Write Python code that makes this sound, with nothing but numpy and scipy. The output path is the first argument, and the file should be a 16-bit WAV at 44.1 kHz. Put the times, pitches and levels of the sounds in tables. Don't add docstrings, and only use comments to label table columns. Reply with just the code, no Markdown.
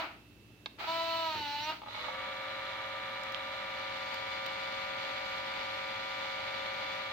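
import sys
import numpy as np
from scipy import signal
from scipy.fft import rfft, irfft, next_fast_len
from scipy.io import wavfile

SR = 44100
rng = np.random.default_rng(int(sys.argv[2]) if len(sys.argv) > 2 else 0)


def pcm_store(signal):
    levels = np.round(np.clip(np.atleast_2d(signal), -1, 1) * 32767)
    wavfile.write(sys.argv[1], SR, levels.astype(np.int16).T)


N = 313992
TIME = np.arange(N) / SR


def from_db(db):
    return 10 ** (np.asarray(db) / 20)


def rms_one(x):
    return x / np.sqrt(np.mean(x ** 2) + 1e-20)


def at_hz(rows, hz, column=1):
    rows = np.array(rows)
    return np.interp(np.log(np.maximum(hz, 1)), np.log(rows[:, 0]), rows[:, column])


def pan(db):
    ratio = np.atleast_1d(from_db(db))
    return np.array([ratio, np.ones_like(ratio)]) * np.sqrt(2 / (1 + ratio ** 2))


def since(s):
    return np.maximum(TIME - s, 0)


def rise(s, attack_s):
    return np.minimum(since(s) / attack_s, 1)


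def hump(s, width_s):
    return np.exp(-.5 * ((TIME - s) / width_s) ** 2)


def envelope(on_s, off_s, attack_s, fall_db_per_s):
    return rise(on_s, attack_s) * from_db(-fall_db_per_s * since(off_s))


def drift(rate_hz):
    r = np.exp(-80 * np.pi * rate_hz / SR)
    slow = signal.lfilter([1], [1, -2 * r, r * r], rng.standard_normal(N // 40 + 2002))[2000:]
    return np.interp(np.arange(N) / 40, np.arange(len(slow)), rms_one(slow))


def colour(x, rows, column=1):
    size = 4096
    gain = rms_one(from_db(at_hz(rows, np.arange(size // 2 + 1) * SR / size, column)))
    cepstrum = irfft(np.log(gain))
    cepstrum[1:size // 2] *= 2
    cepstrum[size // 2 + 1:] = 0
    response = irfft(np.exp(rfft(cepstrum)))
    return signal.oaconvolve(x, response[None], axes=1)[:, :N]


def ring(clicks, hz, ring_s):
    r, w = from_db(-60 / (ring_s * SR)), 2 * np.pi * hz / SR
    return signal.lfilter([0, np.sin(w)], [1, -2 * r * np.cos(w), r * r], clicks + 1e-18)


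def resonance(x, hz, width_hz):
    r, w = np.exp(-np.pi * width_hz / SR), 2 * np.pi * hz / SR
    return rms_one(signal.lfilter([1, 0, -1], [1, -2 * r * np.cos(w), r * r], x))


def echoes(x, ring_s, level_db, delay_s):
    t = TIME[:SR // 2]
    tail = rng.standard_normal((2, len(t))) * from_db(-60 * t / ring_s) * (t > delay_s)
    tail /= np.sqrt(np.sum(tail ** 2, axis=1, keepdims=True))
    return from_db(level_db) * signal.oaconvolve(x, tail, axes=1)[:, :N]


def spikes(rows):
    out = np.zeros(N)
    for start_s, level_db in rows:
        out[round(start_s * SR)] = from_db(level_db)
    return out


def bursts(rows, decay_s):
    gain = signal.lfilter([1], [1, -np.exp(-1 / (decay_s * SR))], spikes(rows))
    return gain * rng.standard_normal((2, N))


# pitch_hz, likeness (0 unrelated, 1 the same)
SIDE_LIKENESS = [(100, 0.84), (400, 0.83), (800, 1), (1400, 0.14), (2400, 0), (4400, 0.023)]
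def stereo(pair, pan_at=lambda hz: 0):
    size = next_fast_len(N)
    mid, side = rfft(pair, size)
    hz = np.arange(len(mid)) * SR / size
    alike = at_hz(SIDE_LIKENESS, hz)
    both = np.sqrt((1 + alike) / 2) * mid + np.sqrt((1 - alike) / 2) * side * [[1], [-1]]
    return irfft(both * pan(pan_at(hz)), size)[:, :N]


# pitch_hz, relative_db
ROOM_COLOUR = [(15, -32), (33, -22), (55, -6), (80, -5), (105, 5.5), (140, -9.5), (200, -0.5), (350, -2.5),
               (500, -10), (900, -17.5), (3000, -14.5), (8000, -29.5), (15500, -28)]
# pitch_hz, level_db, pan_db
ROOM_HUM = [(59.3, -69.5, 0), (103.6, -68.5, 3), (119, -68, 0.5), (172.8, -71.5, 0), (296, -69, -3),
            (2620, -71.5, -13), (2710, -73, -13)]
def room_tone(noise_db=-59.5):
    noise = colour(rng.standard_normal((2, N)), ROOM_COLOUR)
    noise = stereo(noise, lambda hz: at_hz([(800, 0), (2500, -3.5), (10000, -7.5)], hz))
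    hum = sum(np.sqrt(2) * from_db(db) * pan(pan_db) * np.sin(2 * np.pi * (hz * TIME + rng.random()))
              for hz, db, pan_db in ROOM_HUM)
    return from_db(noise_db) * noise + hum


# start_s, level_db
DULL_BUMPS = [(1.352, -43), (1.378, -46), (2.02, -59.5), (4.46, -51)]
def bumps():
    deep = [(30, -52), (80, .5), (150, -17), (400, -8.5), (800, -26), (3000, -63)]
    return stereo(colour(bursts(DULL_BUMPS, decay_s=.024), deep))


def snaps(rows, hz):
    band = signal.butter(2, [1500, 5500], "band", fs=SR, output="sos")
    return signal.sosfilt(band, ring(spikes(rows), hz, ring_s=.0039))


# start_s, hiss_relative_db, snap_relative_db
CLOSE_TICKS = [(3.2355, -45, -50), (3.322, -46, -38), (3.3464, -56, -17.5), (4.143, -47, -43),
               (4.4632, -42, -25)]
def ticks():
    hiss = bursts([(s, db) for s, db, _ in CLOSE_TICKS], decay_s=.0015)
    hiss = colour(hiss, [(2000, -18), (5000, 4), (9000, -17), (12000, -13), (15000, -2), (17000, -8)])
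    snap = snaps([(s, db) for s, _, db in CLOSE_TICKS], hz=3200)
    return from_db(3) * hiss * pan(-18) + snap * pan(-21)


# pitch_hz, relative_db, ring_s
CASE_NOTES = [(640, -12, 0.031), (864, -10.5, 0.063), (1300, -2.5, 0.013), (1440, -17.5, 0.0053),
              (2240, -11, 0.026), (3500, -3, 0.0051), (4220, -30, 0.021), (4870, -20, 0.02)]
def case_knocks(rows, bright_db_per_octave, ring_share=1):
    start_s, level_db = np.transpose(rows)
    starts = np.round(start_s * SR).astype(int)
    out = np.zeros((2, N))
    for k, (hz, note_db, ring_s) in enumerate(CASE_NOTES):
        bright_db = bright_db_per_octave * np.log2(hz / 2500)
        chance_db = 2 * rng.standard_normal((len(starts), 2)).T
        clicks = np.zeros((2, N))
        clicks[:, starts] = from_db(level_db + note_db + bright_db + chance_db)
        out += (-1) ** k * ring(clicks, hz, ring_s * ring_share)
    out += echoes(out, ring_s=.036, level_db=1, delay_s=.00046)
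    return signal.sosfilt(signal.butter(2, 6000, fs=SR, output="sos"), out)


# start_s, relative_db
TOOTH_KNOCKS = [(.805, -38), (.841, -36.5), (1.8178, -40.5), (1.8345, -41), (1.8617, -42), (1.8722, -41),
                (1.8842, -38), (1.945, -40), (1.975, -37.5), (2.083, -34.5)]
def gear_knocks():
    return case_knocks(TOOTH_KNOCKS, bright_db_per_octave=-3)


def key_click(start_s=.6594, bounce_s=.0019, loss_db=5.5):
    hits = [(start_s + k * bounce_s, -k * loss_db) for k in range(4)]
    body = case_knocks(hits, bright_db_per_octave=1.5, ring_share=.51)
    return from_db(-26) * body + from_db(-20) * snaps(hits, hz=3800) * pan(-6)


def teeth(cycles, spread_db, scatter_s, rub, swell):
    starts = np.flatnonzero(np.diff(np.floor(cycles)))
    chance = rng.standard_normal((len(starts), 4))
    starts = np.clip(starts + (chance[:, 0] * scatter_s * SR).astype(int), 0, N - 1)
    hits = np.zeros((2, N))
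    hits[:, starts] = from_db(spread_db * np.tanh(chance[:, 1])) * np.sign(chance[:, 2:].T)
    sliding = rng.standard_normal((2, N)) * np.exp(swell * np.cos(2 * np.pi * cycles))
    dull_hits = signal.sosfilt(signal.butter(2, 3200, fs=SR, output="sos"), rms_one(hits))
    return rms_one(dull_hits + rub * rms_one(sliding))


# motor_on_s, gears_bite_s, motor_off_s
LOADING_RUNS = [(-1, -.9, -.004), (.781, .864, 1.702)]
def loading_motion(free_hz=330, sag_hz=40, slack_hz=40, pickup_s=.025, coast_s=.15):
    load = np.exp(-np.abs((TIME - 1.51) / .197) ** 2.4)
    driven = sum((1 - np.exp(-since(bite_s - .028) / pickup_s)) * np.exp(-since(off_s) / coast_s)
                 for _, bite_s, off_s in LOADING_RUNS)
    return free_hz - sag_hz * load - slack_hz * (1 - driven), load


# start_s, length_s, level_db, fall_db_per_s
SLACK_MOMENTS = [(-.02, 0.065, -42, 166), (0.777, .072, -44.5, 97), (1.333, 0.029, -47.5, 250),
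                 (1.687, 0.036, -44.5, 270)]
def slack_chatter(attack_s=.03):
    pitch_hz, _ = loading_motion()
    contacts = teeth(np.cumsum(pitch_hz) / SR, spread_db=0, scatter_s=.0006, rub=.85, swell=.26)
    body = [(150, -23), (320, -2), (450, -14), (650, -.5), (1000, -1.5), (1150, -3), (1330, 4),
            (1700, -5.5), (2300, 0), (3000, -7), (6000, -50)]
    gain = sum(from_db(db) * envelope(s, s + length_s, attack_s, fall)
               for s, length_s, db, fall in SLACK_MOMENTS)
    return gain * stereo(colour(contacts, body))


# pitch_hz, relative_db
RASP_COLOUR = [(200, -14), (450, -11), (700, -6.5), (1350, -2.5), (1800, 0), (2300, 3), (3300, 3.5),
               (4300, 5.5), (5200, -7), (7000, -17), (9500, -29), (12000, -23.5), (15000, -16),
               (16000, -10.5)]
def loading_rasp(cycles, load, level_db=-41.5, load_db=-2.5, slack_db=-4):
    contacts = teeth(cycles, spread_db=1, scatter_s=.0002, rub=3.4, swell=.16)
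    rasp = stereo(colour(contacts, RASP_COLOUR), lambda hz: at_hz(CASE_RESPONSE, hz, column=2))
    gain = 0
    for on_s, bite_s, off_s in LOADING_RUNS:
        slack = 1 - rise(bite_s, attack_s=.02)
        gain += envelope(on_s, off_s, attack_s=.021, fall_db_per_s=160) * from_db(slack_db * slack)
    return gain * from_db(level_db + load_db * load) * rasp


# pitch_hz, relative_db, pan_db
CASE_RESPONSE = [(326, -20, -5), (596, -16.5, 5), (653, -2.5, 1), (987, 0, 1), (1183, -24, 2),
                 (1270, -3.5, 1.5), (1660, -20, 7.5), (2260, -15.5, -4), (2750, -13, -5), (2950, -10, -11),
                 (3300, -26, -1), (3940, -13, -7), (4280, -14.5, -5), (4780, -26, 5), (5570, -36, -4),
                 (5760, -20.5, -7), (5900, -37, -4), (7400, -50, -1), (8050, -39, -6.5)]
def loading_whine(pitch_hz, cycles, load, level_db=-38, load_db=-3, harmonics=24):
    gain = sum(envelope(bite_s, off_s, attack_s=.02, fall_db_per_s=452)
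               for _, bite_s, off_s in LOADING_RUNS)
    end_stop_db = 4 * hump(LOADING_RUNS[-1][-1], width_s=.015)
    gain *= from_db(level_db + load_db * load + end_stop_db)
    on = gain > 1e-6
    left_lead = np.array([[.52], [0]])
    whine = np.zeros((2, N))
    for k in range(1, harmonics + 1):
        hz = k * pitch_hz[on]
        flutter_db = (1.1 + 3.5 * k / harmonics) * drift(25)[on]
        strain_db = 2 * load[on] * (hz > 1700)
        level = from_db(at_hz(CASE_RESPONSE, hz) + flutter_db + strain_db)
        scatter = k / 10 * rng.standard_normal() * np.pi / 2
        phase = 2 * np.pi * k * cycles[on] + scatter + left_lead
        whine[:, on] += np.sqrt(2) * level * pan(at_hz(CASE_RESPONSE, hz, column=2)) * np.sin(phase)
    return gain * whine


def loading_drive(wobble=.00185):
    pitch_hz, load = loading_motion()
    pitch_hz *= 1 + wobble * drift(31)
    cycles = np.cumsum(pitch_hz) / SR
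    return loading_whine(pitch_hz, cycles, load) + loading_rasp(cycles, load)


def reel_speed(start_s=1.745, full_hz=108.52, run_up_s=.1, creep_hz=.8, creep_s=1.1):
    t = since(start_s)
    speed = (full_hz - creep_hz * np.exp(-t / creep_s)) * (1 - np.exp(-t / run_up_s))
    return speed * (1 + .0009 * drift(4) + .004 * drift(90))


# pitch_hz, front_radians, above_radians
TONE_LEAD = [(300, .2, .3), (540, .6, 1.4), (590, .7, 1.8), (760, .2, .6), (1200, .6, 1.5), (1410, .3, .2),
             (1520, .6, 1), (1760, .9, .5), (1950, 2.1, 2), (2060, 1, -.5), (2280, -.8, .1),
             (2350, -.8, -.7), (3300, 1.8, 1.8)]
def spinning_tones(rows, cycles, place, flutter_db, flutter_hz, front_width=.25):
    out = np.zeros((2, N))
    rate_hz = cycles[-1] - cycles[-1 - SR]
    above = np.clip(place, 0, 1)
    width = front_width + (1 - front_width) * above
    for k, front_db, above_db, pan_db in rows:
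        hz = k * rate_hz
        level = from_db(front_db + (above_db - front_db) * place + flutter_db * drift(flutter_hz))
        lead = (1 - above) * at_hz(TONE_LEAD, hz) + above * at_hz(TONE_LEAD, hz, column=2)
        phase = 2 * np.pi * (k * cycles + rng.random()) + lead * [[1], [0]]
        out += np.sqrt(2) * level * pan(pan_db * width) * np.sin(phase)
    return out


# multiple_of_turn_rate, front_relative_db, above_relative_db, pan_db
MOTOR_HUM = [(5, -50, -47, 5), (6, -65, -65, 3), (7, -56, -53, -1), (8, -66, -61, 4), (9, -54, -51, 0),
             (11, -48.5, -46.5, -3), (12, -55, -57, 0), (13, -57, -52, 2), (14, -61, -55, 4),
             (15, -57, -60, 1), (16, -57, -61, 1), (17, -58, -56, 4), (18, -57, -54, 5), (19, -60, -54, 5),
             (20, -58, -59, 3), (21, -54, -48.7, 5), (23, -71, -62, 4), (25, -65, -58, 10),
             (26, -59, -61, 1), (30, -61, -57, -13), (32, -58, -58, 0)]
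# multiple_of_mesh_rate, front_relative_db, above_relative_db, pan_db
GEAR_HUM = [(1, -56, -54, 7), (2, -56, -57, 1), (3, -55, -56, 3), (4, -53, -53, -5)]
def reel_hum(turns, place, mesh_per_turn=65 / 12):
    motor = spinning_tones(MOTOR_HUM, turns, place, flutter_db=.8, flutter_hz=21)
    gears = spinning_tones(GEAR_HUM, turns * mesh_per_turn, place, flutter_db=1.2, flutter_hz=24.3)
    return (motor + gears) * rise(1.95, attack_s=.18) * from_db(-.98)


def reel_contacts(turns, place):
    contacts = teeth(2 * turns, spread_db=5, scatter_s=.0004, rub=.99, swell=.042)
    place_db = -1 - .8 * place
    take_up_db = 3.5 * hump(2.024, width_s=.075)
    throb_db = .2 * np.sin(2 * np.pi * turns / 10)
    off_centre_db = .8 * np.cos(2 * np.pi * turns)
    waver_db = .54 * drift(5.7)
    gain = from_db(place_db + take_up_db + throb_db + off_centre_db + waver_db)
    return contacts * rise(1.81, attack_s=.14) * gain


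# pitch_hz, width_hz, front_relative_db, above_relative_db, pan_db
AIR_NOTES = [(950, 68, -56.5, -56.5, -5), (1211, 16, -52, -67, -9), (1546, 57, -81, -63, 15),
             (2220, 46, -50.5, -48.5, -2), (3486, 27, -62, -52, 4), (4250, 83, -64, -74, -1)]
def hollow_ring(contacts, place):
    hits = stereo(contacts)
    out = np.zeros((2, N))
    for hz, width_hz, front_db, above_db, pan_db in AIR_NOTES:
        level = from_db(front_db + (above_db - front_db) * place)
        out += level * pan(pan_db) * resonance(hits, hz, width_hz)
    return from_db(-4.5) * out


def mic_treble_hiss(contacts, above):
    hiss = colour(contacts, [(8000, -40), (12500, -25), (13600, 5), (14200, -3), (15700, -12)])
    return from_db(-74) * (above + .28) * hiss * pan(-11)


# pitch_hz, front_relative_db, above_relative_db, pan_db
RATTLE_COLOUR = [(255, -22, -17, -7.5), (508, -12, -12.5, 18), (568, 5, -3.5, -0.5), (830, -14.5, -12, 12),
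                 (1280, 5, -8, -1), (1460, -3, -7, -1), (1880, 1.5, -6.5, 2), (2700, -14.5, -8, 8),
                 (2880, -7.5, -5, -5), (3400, -7.5, -5.5, -9), (3990, 3.5, -5, -4.5),
                 (4690, -11, -6.5, 9.5), (4890, -28, -13.5, -16), (7580, -37, -26.5, 2.5),
                 (9440, -47, -45, -37)]
def gear_rattle(contacts, above):
    from_front = from_db(-1.83) * colour(contacts, RATTLE_COLOUR)
    from_above = colour(contacts, RATTLE_COLOUR, column=2)
    rattle = (1 - above) * from_front + above * from_above
    rattle += echoes(rattle, ring_s=.045, level_db=-3.5, delay_s=.00079)
    return from_db(-45) * stereo(rattle, lambda hz: at_hz(RATTLE_COLOUR, hz, column=3))


# time_s, place (0 in front of the case, 1 above the lid, more is further over)
MICROPHONE_PATH = [(3.3, 0.5), (3.6, 0.59), (4.3, 1.1), (4.7, 1.2), (5.05, 1.14), (6.6, 1.13), (6.96, 1.17),
                   (7.1, 0.75)]
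def reel_drive():
    place = np.interp(TIME, *np.transpose(MICROPHONE_PATH))
    above = np.clip(place, 0, 1)
    turns = np.cumsum(reel_speed()) / SR
    hum = reel_hum(turns, place)
    contacts = reel_contacts(turns, place)
    rattle = gear_rattle(contacts, above)
    return hum + rattle + hollow_ring(contacts, place) + mic_treble_hiss(contacts, above)


def scene():
    opening = key_click() + gear_knocks() + loading_drive() + slack_chatter()
    opening += echoes(opening, ring_s=.42, level_db=-11.5, delay_s=.0012)
    return opening + reel_drive() + ticks() + bumps() + room_tone()


def record(dry):
    return signal.sosfilt(signal.ellip(12, .1, 70, 15800, fs=SR, output="sos"), dry)


dry = scene()
out = record(dry)
pcm_store(out)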